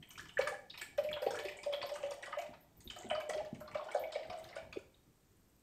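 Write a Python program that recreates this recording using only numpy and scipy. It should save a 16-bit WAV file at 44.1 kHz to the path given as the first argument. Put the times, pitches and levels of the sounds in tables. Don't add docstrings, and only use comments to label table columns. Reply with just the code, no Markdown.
import sys
import numpy as np
from scipy import signal
from scipy.fft import rfft, irfft
from scipy.io import wavfile
from scipy.ndimage import uniform_filter1d

SR = 44100
rng = np.random.default_rng(int(sys.argv[2]) if len(sys.argv) > 2 else 0)


def put_to_file(sound):
    columns = np.atleast_2d(sound).T
    safe = np.clip(columns, -1, 1)
    whole_steps = np.round(safe * 32767)
    wavfile.write(sys.argv[1], SR, whole_steps.astype(np.int16))


N = 247842
TIME = np.arange(N) / SR


def from_db(db):
    return 10 ** (np.asarray(db) / 20)


def rms_one(x):
    return x / np.sqrt(np.mean(x ** 2) + 1e-20)


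def in_time(rows):
    times, *columns = np.transpose(rows)
    return [np.interp(TIME, times, column) for column in columns]


def at_hz(points, hz):
    table_hz, values = np.transpose(points)
    return np.interp(np.log(hz + 1e-9), np.log(table_hz), values)


def add(out, s, sound):
    room_left = out[max(round(s * SR), 0):][:len(sound)]
    room_left += sound[:len(room_left)]


def band(x, low_hz, high_hz):
    edges = [low_hz, min(high_hz, .45 * SR)]
    return signal.sosfilt(signal.butter(2, edges, "band", fs=SR, output="sos"), x)


def noise(spectrum):
    hz = np.arange(N // 2 + 1) * SR / N
    return rms_one(irfft(rfft(rng.standard_normal(N)) * from_db(at_hz(spectrum, hz)), N))


def drift(rate_hz):
    step = 40
    r = np.exp(-2 * np.pi * rate_hz * step / SR)
    white = rng.standard_normal(N // step + 2002)
    slow = signal.lfilter([1], [1, -2 * r, r * r], white)[2000:]
    return np.interp(np.arange(N) / step, np.arange(len(slow)), rms_one(slow))


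def slosh(x, rate_hz, sway_s, flutter_db):
    bent = np.interp(TIME + sway_s * drift(rate_hz), TIME, x)
    return bent * from_db(flutter_db * drift(rate_hz))


def tone(hz, swell_s, t60, rise=0):
    t = TIME[:int((swell_s + 1.5 * t60) * SR)]
    swell = np.sin(np.pi / 2 * np.minimum(t / swell_s, 1)) ** 2
    fade = from_db(-60 * np.maximum(t - swell_s, 0) / t60)
    return swell * fade * np.sin(2 * np.pi * hz * (t + rise * t * t / (2 * t60)))


def bubble_cloud(length, times, sizes, pitches, cycles, rise=0.006, swell_cycles=3):
    out = np.zeros(length)
    for s, size, hz in zip(times, sizes, pitches):
        add(out, s, size * tone(hz, swell_cycles / hz, cycles / hz, rise))
    return out


def grains(spectrum, spread_db, cycles, count):
    when, size, pitch = rng.random((count, 3)).T
    lowest_hz, highest_hz = spectrum[0][0], spectrum[-1][0]
    pitches = lowest_hz * (highest_hz / lowest_hz) ** pitch
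    extra_db = spread_db * np.minimum(-np.log(size), 3)
    sizes = pitches * from_db(at_hz(spectrum, pitches) + extra_db)
    cloud = bubble_cloud(N, when * TIME[-1], sizes, pitches, cycles)
    local_power = uniform_filter1d(rms_one(cloud) ** 2, size=2500)
    return rms_one(cloud / np.sqrt(local_power + 0.046))


# (frequency [Hz], relative density [dB per Hz])
HUSH_COLOUR = [(25, -4), (50, -1), (100, -4), (250, -5), (400, -9), (600, -15), (1000, -16.5),
               (2000, -21.5), (4000, -24.5), (8000, -24), (13000, -24.5), (15500, -31)]
# (time [s], level before trim and wander [dB])
RUSTLE_LEVEL = [(0.0, -64), (1.78, -73), (1.99, -70.5), (2.47, -75), (2.93, -67), (3.72, -63.5),
                (3.96, -76), (4.19, -73.5), (4.59, -65.5), (4.95, -71.5), (5.62, -86)]
# (frequency [Hz], relative density [dB per Hz])
RUSTLE_SPECTRUM = [(25, -16), (55, -2), (130, -3.5), (250, -8), (400, -9.5), (800, -56.5)]


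def background(hush_db=-71.5, hum_hz=100, hum_db=-80.5, rustle_db=-0.5, patchy_db=5.0):
    rustle_level = in_time(RUSTLE_LEVEL)[0] + rustle_db + patchy_db * drift(5.8)
    rustle = from_db(rustle_level) * noise(RUSTLE_SPECTRUM)
    hum = from_db(hum_db) * np.sin(2 * np.pi * hum_hz * TIME)
    return from_db(hush_db) * noise(HUSH_COLOUR) + rustle + hum


# (time [s], churn level before trim [dB], spray level before trim [dB])
FLOW_LEVELS = [(0.0, -67, -63), (0.15, -68.5, -64), (0.36, -68.5, -58.5), (0.5, -73, -65), (0.68, -91, -86),
               (0.83, -68, -47), (0.95, -65.5, -81), (1.3, -45, -61), (1.6, -54, -72), (1.9, -47, -53.5),
               (2.28, -49.5, -69), (2.45, -52.5, -73), (2.62, -66.5, -93), (2.87, -71.5, -63),
               (3.0, -45.5, -69), (3.23, -48.5, -77), (3.56, -62.5, -74), (3.85, -42.5, -68),
               (4.07, -48, -80), (4.38, -49.5, -58), (4.6, -49.5, -81), (4.85, -79, -77), (5.6, -95, -66.5)]
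# (frequency [Hz], relative density [dB per Hz])
CHURN_SPECTRUM = [(330, 11), (500, 2), (750, 14.5), (1100, 0), (1500, -5), (2100, -1.5), (2700, -9),
                  (3500, -5), (5000, -17.5), (7000, -21.5)]
# (frequency [Hz], relative density [dB per Hz])
SPRAY_SPECTRUM = [(3000, -61), (4500, 5), (6000, 0), (8200, 19), (10000, -0.5), (13000, 15.5),
                  (16000, -23.5)]
CHURN_WAKE_T60_S, SPRAY_WAKE_T60_S = 0.24, 0.39


def stream(churn_db=-11, spray_db=-17, churn_wake_db=-12, spray_wake_db=-15, mist_db=-6, surge_db=1.0):
    churn_flow_db, spray_flow_db = in_time(FLOW_LEVELS)
    churn = from_db(churn_flow_db + churn_db) ** 2
    spray = from_db(spray_flow_db + spray_db) ** 2
    t = TIME[:SR]
    for s, _, body_db, _, high_db in SLAP_HITS:
        add(churn, s, from_db(body_db + churn_wake_db - 60 * t / CHURN_WAKE_T60_S) ** 2)
        add(spray, s, from_db(high_db + spray_wake_db - 60 * t / SPRAY_WAKE_T60_S) ** 2)
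    low = grains(CHURN_SPECTRUM, spread_db=3.5, cycles=36, count=5000)
    high = grains(SPRAY_SPECTRUM, spread_db=6.5, cycles=40, count=2500)
    high = high + from_db(mist_db) * noise(SPRAY_SPECTRUM)
    return (np.sqrt(churn) * low + np.sqrt(spray) * high) * from_db(surge_db * drift(37))


# (frequency [Hz], peak gain re the direct splash [dB])
JUG_RESONANCES = [(1087, -8), (1188, -12), (1643, -6), (1729, 2), (1918, 7.5), (2032, 2), (2272, 4.5),
                  (2453, 2), (3000, 11)]


def in_the_jug(x, t60=0.38):
    rings = np.zeros(N)
    r = from_db(-60 / (t60 * SR))
    for hz, db in JUG_RESONANCES:
        zeros = (1 - r * r) / 2 * np.array([1, 0, -1])
        poles = [1, -2 * r * np.cos(2 * np.pi * hz / SR), r * r]
        rings += from_db(db) * signal.lfilter(zeros, poles, x)
    return x + slosh(rings, rate_hz=24, sway_s=.00009, flutter_db=2)


# (frequency [Hz], t60 [s])
ROOM_DECAY = [(150, 0.54), (350, 0.39), (550, 0.55), (1200, 0.31), (3000, 0.39), (7500, 0.39),
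              (14000, 0.21)]


def room(x, early_db=-12, early_t60=0.054, tail_db=-7.0):
    t = TIME[:int(.8 * SR)]
    white = rng.standard_normal((3, len(t)))
    edges, tail = np.geomspace(80, 18000, 12), 0
    for k, (low, high) in enumerate(zip(edges, edges[1:])):
        t60 = at_hz(ROOM_DECAY, np.sqrt(low * high))
        tail = tail + band(white[k % 2], low, high) * from_db(-60 * t / t60)
    tail = tail * np.clip((t - .005) / 0.00078, 0, 1)
    reflections = rng.random(len(t)) < 900 / SR
    early = white[2] * reflections * (t > .002) * from_db(-60 * t / early_t60)
    response = from_db(early_db) * rms_one(early) + from_db(tail_db) * rms_one(tail)
    return signal.fftconvolve(x, response / np.sqrt(len(t)))[:N]


# (time [s], then the level before trim [dB] in each of four bands, low to high)
SLAP_HITS = [(0.024, -83, -61.5, -76, -75), (0.104, -65.5, -66, -67, -57), (0.176, -59.5, -60, -54, -58),
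             (0.198, -89, -66.5, -68, -59.5), (0.25, -61, -62, -65.5, -82), (0.284, -64.5, -66, -67, -67),
             (0.386, -46.5, -48.5, -58, -54), (.41, -46, -47.5, -48, -60), (0.471, -49, -47, -50.5, -49),
             (0.698, -83, -72, -55.5, -80), (0.739, -61.5, -57, -61, -77),
             (0.774, -62.5, -53.5, -51.5, -64), (0.812, -71.5, -47, -53, -57.5),
             (0.977, -49.5, -50, -53, -60.5), (1.039, -79, -58.5, -60, -67), (1.087, -79, -62.5, -70, -73),
             (1.111, -53.5, -52.5, -70, -63.5), (1.16, -48, -55, -77, -81), (1.22, -52.5, -55, -55, -61.5),
             (1.262, -56.5, -51.5, -53.5, -70), (1.306, -47, -60.5, -51, -54), (1.339, -57, -65, -69, -59),
             (1.349, -55, -53, -59, -55), (1.388, -52, -48, -51, -58), (1.448, -68, -50.5, -52, -61.5),
             (1.483, -78, -50.5, -57.5, -63), (1.512, -72, -60, -61, -71),
             (1.631, -56.5, -53.5, -52, -56.5), (1.726, -61.5, -50, -54, -64), (1.729, -53, -57, -61, -66),
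             (1.814, -61, -47.5, -56, -88), (1.826, -54, -59, -57, -68), (1.857, -68, -63, -56, -67),
             (1.889, -57, -55, -54, -66), (1.938, -80, -63, -61, -57.5), (1.954, -50, -55, -61, -57.5),
             (2.027, -57, -52, -63, -62.5), (2.06, -70, -61, -65, -70), (2.108, -52.5, -56, -55, -53.5),
             (2.225, -66, -52, -57, -57.5), (2.259, -52, -61, -59, -60), (2.323, -50.5, -48, -62.5, -92),
             (2.383, -69, -49.5, -61, -59.5), (2.414, -57, -61, -63, -60), (2.461, -68, -60, -70, -77),
             (2.535, -62, -63.5, -67, -92), (2.805, -78, -73, -67.5, -62.5), (2.901, -61, -54, -56.5, -61),
             (2.96, -56.5, -60.5, -62, -65), (3.099, -45, -42.5, -61, -68), (3.15, -53.5, -56, -60, -84),
             (3.2, -50, -67, -61.5, -63), (3.293, -48.5, -59, -54, -49.5), (3.332, -56.5, -56, -56, -64),
             (3.375, -63, -55, -58.5, -76), (3.447, -65, -61, -64, -69.5), (3.544, -74, -63, -69, -68),
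             (3.603, -55.5, -70.5, -72, -68), (3.678, -57.5, -66.5, -70, -85),
             (3.714, -72.5, -57.5, -84, -70), (3.745, -45.5, -50.5, -60, -67), (3.769, -68, -65, -60, -85),
             (3.841, -76, -69, -70, -69), (3.885, -57, -57.5, -69, -84), (3.911, -74, -77, -62, -60.5),
             (3.945, -49, -67.5, -60.5, -58.5), (3.967, -73, -77, -60, -76), (4.033, -70, -74, -82, -84),
             (4.12, -56.5, -62, -52, -70), (4.139, -70, -69, -57.5, -78), (4.185, -75, -62, -60.5, -83),
             (4.151, -60, -55, -56.5, -69), (4.227, -75, -56.5, -64.5, -92), (4.296, -52, -53, -54.5, -70),
             (4.324, -56, -59, -63, -71), (4.386, -79, -82, -71, -64), (4.441, -64, -63, -58.5, -66),
             (4.487, -81, -62.5, -61, -73), (4.554, -58.5, -61, -62, -61.5), (4.567, -69, -55, -61, -79),
             (4.726, -59, -64, -57, -66), (4.784, -64.5, -84, -79, -69.5)]
SLAP_BAND_EDGES = [900, 1700, 3000, 5500, 10000]
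SPATTER_DB = -8
SLAP_CYCLES = 42
SLAP_BODY_S = .02
STAGGER_S = .004


def slaps(level_db=-2.5, hold_s=.012, t60=0.15, scatter_s=0.010, clump_db=4):
    out, t, count = np.zeros(N), TIME[:SR // 10], 10
    fade = np.minimum(t / 0.0016, 1) * from_db(-60 * np.maximum(t - hold_s, 0) / t60)
    for k, (low, high) in enumerate(zip(SLAP_BAND_EDGES, SLAP_BAND_EDGES[1:])):
        hiss = band(band(rng.standard_normal(N), low, high), low, high)
        spatter = hiss * from_db(clump_db * drift(110))
        for s, *levels in SLAP_HITS:
            when, pitch = rng.random((2, count))
            delays = np.minimum(-scatter_s * np.log(when), t[-1] / 2)
            sizes, pitches = np.sqrt(when), low * (high / low) ** pitch
            cluster = bubble_cloud(len(t), delays, sizes, pitches, SLAP_CYCLES, rise=.018, swell_cycles=6)
            noise_burst = rms_one(fade * spatter[int(s * SR):][:len(t)])
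            part = rms_one(cluster) + from_db(SPATTER_DB) * noise_burst
            body_rms = np.sqrt(np.mean(part[:int(SLAP_BODY_S * SR)] ** 2))
            start = s + STAGGER_S * (rng.random() - .5)
            add(out, start, from_db(levels[k] + level_db) * part / body_rms)
    return out


def droplets(follow_db=-4, cycles=44, fall_s=.035, spread_db=3):
    out, count = np.zeros(N), 2
    for s, *levels in SLAP_HITS:
        for db, low, high in zip(levels, SLAP_BAND_EDGES, SLAP_BAND_EDGES[1:]):
            for when, size, pitch in rng.random((count, 3)):
                hz = low * (high / low) ** pitch
                gain = from_db(db + follow_db + spread_db * 2 * (size - when))
                blip = tone(hz, swell_s=0.0005, t60=cycles / hz, rise=.02)
                add(out, s + 2 * fall_s * when, gain * blip)
    return out


# (time [s], level [dB], starting pitch [Hz])
PLINK_BUBBLES = [(0.026, -48, 3150), (.104, -49.5, 2950), (.155, -48.5, 2380), (0.177, -46.5, 1356),
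                 (0.256, -63, 2000), (0.193, -40, 1688), (0.292, -45, 2900), (0.37, -28.5, 1728),
                 (0.377, -35, 1635), (.407, -35.5, 2270), (.471, -32, 1723), (0.47, -34.5, 1198),
                 (0.542, -40, 1670), (0.702, -40.5, 3710), (.741, -47, 2460), (0.796, -46.5, 3090),
                 (1.088, -40.5, 2360), (1.165, -49, 2060), (1.345, -41, 1400), (1.724, -45, 1080),
                 (1.96, -51.5, 1192), (0.814, -40.5, 1694), (1.128, -31.5, 3296), (1.129, -45, 4100),
                 (1.371, -38.5, 1700), (1.483, -37, 2376), (1.587, -45.5, 2310), (1.735, -31.5, 3300),
                 (1.814, -41, 3420), (1.814, -43, 2420), (1.828, -36.5, 4500), (1.828, -38, 1035),
                 (2.036, -50, 3060), (2.23, -38, 1904), (2.262, -48, 1940), (2.39, -52, 2800),
                 (2.53, -54.5, 932), (2.327, -36, 1233), (2.874, -43, 3680), (2.899, -38, 3080),
                 (3.099, -45, 2400), (3.104, -39, 3030), (3.151, -37.5, 1250), (3.209, -43.5, 2260),
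                 (3.296, -37.5, 1934), (3.148, -45.5, 4630), (3.334, -48, 3190), (3.333, -50.5, 1365),
                 (3.678, -46.5, 1140), (3.676, -49.5, 4140), (3.795, -39, 1085), (3.885, -46.5, 1020),
                 (3.886, -47, 1415), (3.914, -44, 2210), (4.037, -43, 2210), (4.121, -47, 4270),
                 (4.151, -42, 2230), (4.527, -49, 2100), (4.564, -45, 1436), (4.585, -47.5, 2320),
                 (4.725, -42, 2445), (4.768, -50.5, 2435), (4.943, -60.5, 3730)]
PLINK_CYCLES = 52


def plinks(daughter_db=-8, scatter_octaves=0.36, lag_s=.014, daughter_cycles=20):
    out, count = np.zeros(N), 6
    for s, db, hz in PLINK_BUBBLES:
        add(out, s, from_db(db) * tone(hz, swell_s=0.0029, t60=PLINK_CYCLES / hz, rise=0.048))
        for when, pitch in rng.random((count, 2)):
            own_hz = hz * 2 ** (scatter_octaves * (2 * pitch - 1))
            daughter = tone(own_hz, swell_s=0.00043, t60=daughter_cycles / own_hz, rise=0.022)
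            add(out, s + lag_s * when, from_db(db + daughter_db) * daughter)
    return out


# (time [s], level before trim and wander [dB], centre pitch [Hz])
FOAM_POPS = [(0.089, -57, 13100), (.128, -59, 12500), (.208, -63, 12400), (.42, -55, 13300),
             (.78, -56, 12900), (.812, -53.5, 13000), (0.813, -47, 8000), (0.977, -56, 12800),
             (1.035, -51.5, 11400), (1.115, -59, 13100), (1.22, -50.5, 12600), (1.264, -59, 12800),
             (1.308, -60, 12400), (1.385, -61, 12600), (1.436, -56, 12100), (1.487, -63, 12800),
             (1.568, -52, 7760), (1.728, -59, 12800), (1.863, -55, 12100), (2.11, -69, 12400),
             (2.383, -58, 13100), (2.41, -71, 12900), (2.607, -60, 12900), (2.769, -62, 13500),
             (2.842, -55, 12800), (2.901, -53, 7140), (2.96, -61, 12900), (2.985, -52.5, 7100),
             (3.022, -56, 7100), (3.089, -52, 8240), (3.199, -61, 12100), (3.293, -64, 12600),
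             (3.603, -58, 12100), (3.994, -50, 13200), (4.12, -57, 7400), (4.385, -69, 12900),
             (4.438, -61, 12800)]


def pops(level_db=-5, t60=0.17, width_octaves=0.14, clump_db=5.0):
    out, t = np.zeros(N), TIME[:SR // 10]
    for s, db, hz in FOAM_POPS:
        spit = band(rng.standard_normal(len(t)), hz / 2 ** width_octaves, hz * 2 ** width_octaves)
        add(out, s, from_db(db + level_db - 60 * t / t60) * rms_one(spit))
    return out * rms_one(from_db(clump_db * drift(280)))


# (time [s], level [dB], starting pitch [Hz], t60 [s], jug ring re the bubble before coupling [dB])
BIG_BUBBLES = [(0.389, -19.5, 530, 0.039, -26), (.421, -44.5, 523, 0.053, -19.5),
               (.494, -66, 570, 0.19, -16), (.521, -39.5, 791, 0.08, -42), (.980, -25.5, 567, 0.11, -6),
               (1.045, -38.5, 568, 0.056, -14), (1.163, -37, 590, 0.066, -5.5),
               (1.217, -32, 517, 0.095, -3.5), (1.263, -19, 496, 0.0044, -20.5),
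               (1.266, -32.5, 799, 0.084, -27), (1.326, -39.5, 480.4, 0.16, -1.5),
               (1.441, -40.5, 560, 0.054, -4), (1.452, -35.5, 392, 0.054, -30), (1.659, -35, 582, 0.071, 4),
               (1.725, -41.5, 557, 0.02, 8), (1.831, -42, 697, 0.16, 5), (1.912, -33, 579, 0.093, -17),
               (2.032, -30.5, 566, 0.042, -3.5), (2.112, -35.5, 528, 0.046, -15),
               (2.175, -47.5, 600, .04, -28), (2.278, -44.5, 589, 0.056, -7),
               (2.369, -31.5, 592, 0.11, -29), (2.388, -35, 687, 0.094, -23),
               (2.445, -44.5, 643, 0.081, -28), (2.96, -48, 711, 0.061, -3.5),
               (3.109, -26, 670, 0.0097, -7.5), (3.175, -34.5, 622.6, 0.32, -30),
               (3.290, -29.5, 530, 0.01, -9), (3.303, -32.5, 687, 0.012, -28),
               (3.342, -32, 608.4, 0.19, -10.5), (3.359, -41, 400, 0.15, -31),
               (3.400, -39, 824, 0.06, -22.5), (3.412, -38.5, 627, 0.036, -17.5),
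               (3.608, -42.5, 608, 0.15, -24), (3.751, -28, 609.5, 0.039, -8),
               (3.946, -22, 590, 0.015, -13), (3.957, -28, 714, 0.041, -18), (3.961, -30, 546, 0.032, -4),
               (3.978, -39.5, 516.3, 0.6, -5), (4.023, -35.5, 596, 0.0049, -2),
               (4.155, -25.5, 566, 0.014, -14.5), (4.297, -39.5, 723, 0.087, -4.5),
               (4.337, -35.5, 696, 0.045, -9), (4.562, -35, 572, 0.013, -17.5),
               (4.577, -42, 660, 0.035, -9.5), (4.757, -41, 538, 0.029, -36)]
# (time [s], starting pitch [Hz])
AIR_COLUMN = [(0, 581), (1, 603), (2.1, 565.7), (3.1, 608.8), (4.6, 649)]
# (frequency [Hz], level re the air column [dB])
FIXED_MODES = [(528, -18), (700, -21), (792, -27.5)]
JUG_T60_S = 0.53
GLUG_SWELL_S = 0.007195


def glugs(coupling_db=-2.0, air_rise=0.008, lowest_hz=300,
          shed_db=-17, shed_s=.15, shed_t60=0.042, shed_octaves=0.14, shed_fade_db=9,
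          gulp_hz=790, gulp_db=-19, gulp_t60=0.1):
    bubbles, air, count = np.zeros(N), np.zeros(N), 7
    beside = sum(from_db(db) * tone(hz, swell_s=0.0045, t60=JUG_T60_S) for hz, db in FIXED_MODES)
    for s, db, hz, t60, jug_db in BIG_BUBBLES:
        add(bubbles, s, from_db(db) * tone(hz, GLUG_SWELL_S, t60, rise=0.032))
        add(bubbles, s, from_db(db + gulp_db) * tone(gulp_hz, GLUG_SWELL_S, gulp_t60))
        air_hz = np.interp(s, *np.transpose(AIR_COLUMN))
        column = tone(air_hz, swell_s=0.0022, t60=JUG_T60_S, rise=air_rise)
        ringing = from_db(db + jug_db + coupling_db)
        add(air, s + GLUG_SWELL_S, ringing * column)
        add(air, s + GLUG_SWELL_S, ringing * beside)
        for when, pitch in rng.random((count, 2)):
            own_hz = hz * 2 ** (shed_octaves * (2 * pitch - 1))
            gain = from_db(db + shed_db - shed_fade_db * when)
            add(bubbles, s + shed_s * when, gain * tone(own_hz, GLUG_SWELL_S, shed_t60, rise=0.028))
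    out = slosh(bubbles, rate_hz=25, sway_s=.00005, flutter_db=.5)
    out = out + slosh(air, rate_hz=24, sway_s=.00014, flutter_db=2.2)
    return signal.sosfilt(signal.butter(2, lowest_hz, "high", fs=SR, output="sos"), out)


# (time [s], level [dB], pitch [Hz], t60 [s])
CARTON_BUMPS = [(2.492, -44.5, 230, 0.025), (2.855, -52, 357, 0.12), (2.866, -49, 226, 0.048),
                (2.869, -49, 61, 0.12), (3.044, -43.5, 386, 0.061), (3.054, -47, 223, 0.12),
                (3.528, -33.5, 221, 0.031), (3.533, -52, 129, 0.067)]


def bumps(slop_db=-11, slop_t60=0.31):
    out, t = np.zeros(N), TIME[:SR // 3]
    for s, db, hz, t60 in CARTON_BUMPS:
        add(out, s, from_db(db) * tone(hz, swell_s=0.0023, t60=t60))
        slop = rms_one(band(rng.standard_normal(len(t)), hz / 2, hz * 1.36))
        add(out, s, from_db(db + slop_db - 60 * t / slop_t60) * slop / 2)
    return out


def last_plop(start_s=4.768, level_db=-30, hz=389, t60=0.023):
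    out = np.zeros(N)
    add(out, start_s, from_db(level_db) * tone(hz, swell_s=0.0058, t60=t60, rise=0.04))
    return out


def scene(glug_wet_db=-3, bump_wet_db=-4, splash_wet_db=0.0, plop_wet_db=-11):
    deep, knocks, plop = glugs(), bumps(), last_plop()
    bright = pops() + in_the_jug(plinks() + slaps() + droplets() + stream())
    to_room = from_db(glug_wet_db) * deep + from_db(bump_wet_db) * knocks
    to_room = to_room + from_db(splash_wet_db) * bright + from_db(plop_wet_db) * plop
    return (deep + knocks + plop + bright + room(to_room) + background())[None]


def record(dry, notch_hz=10450, notch_width_hz=1800, cutoff_hz=15600):
    coloured = signal.lfilter(*signal.iirnotch(notch_hz, notch_hz / notch_width_hz, fs=SR), dry)
    return signal.sosfilt(signal.ellip(10, .1, 70, cutoff_hz, fs=SR, output="sos"), coloured)


dry = scene()
out = record(dry)
put_to_file(out)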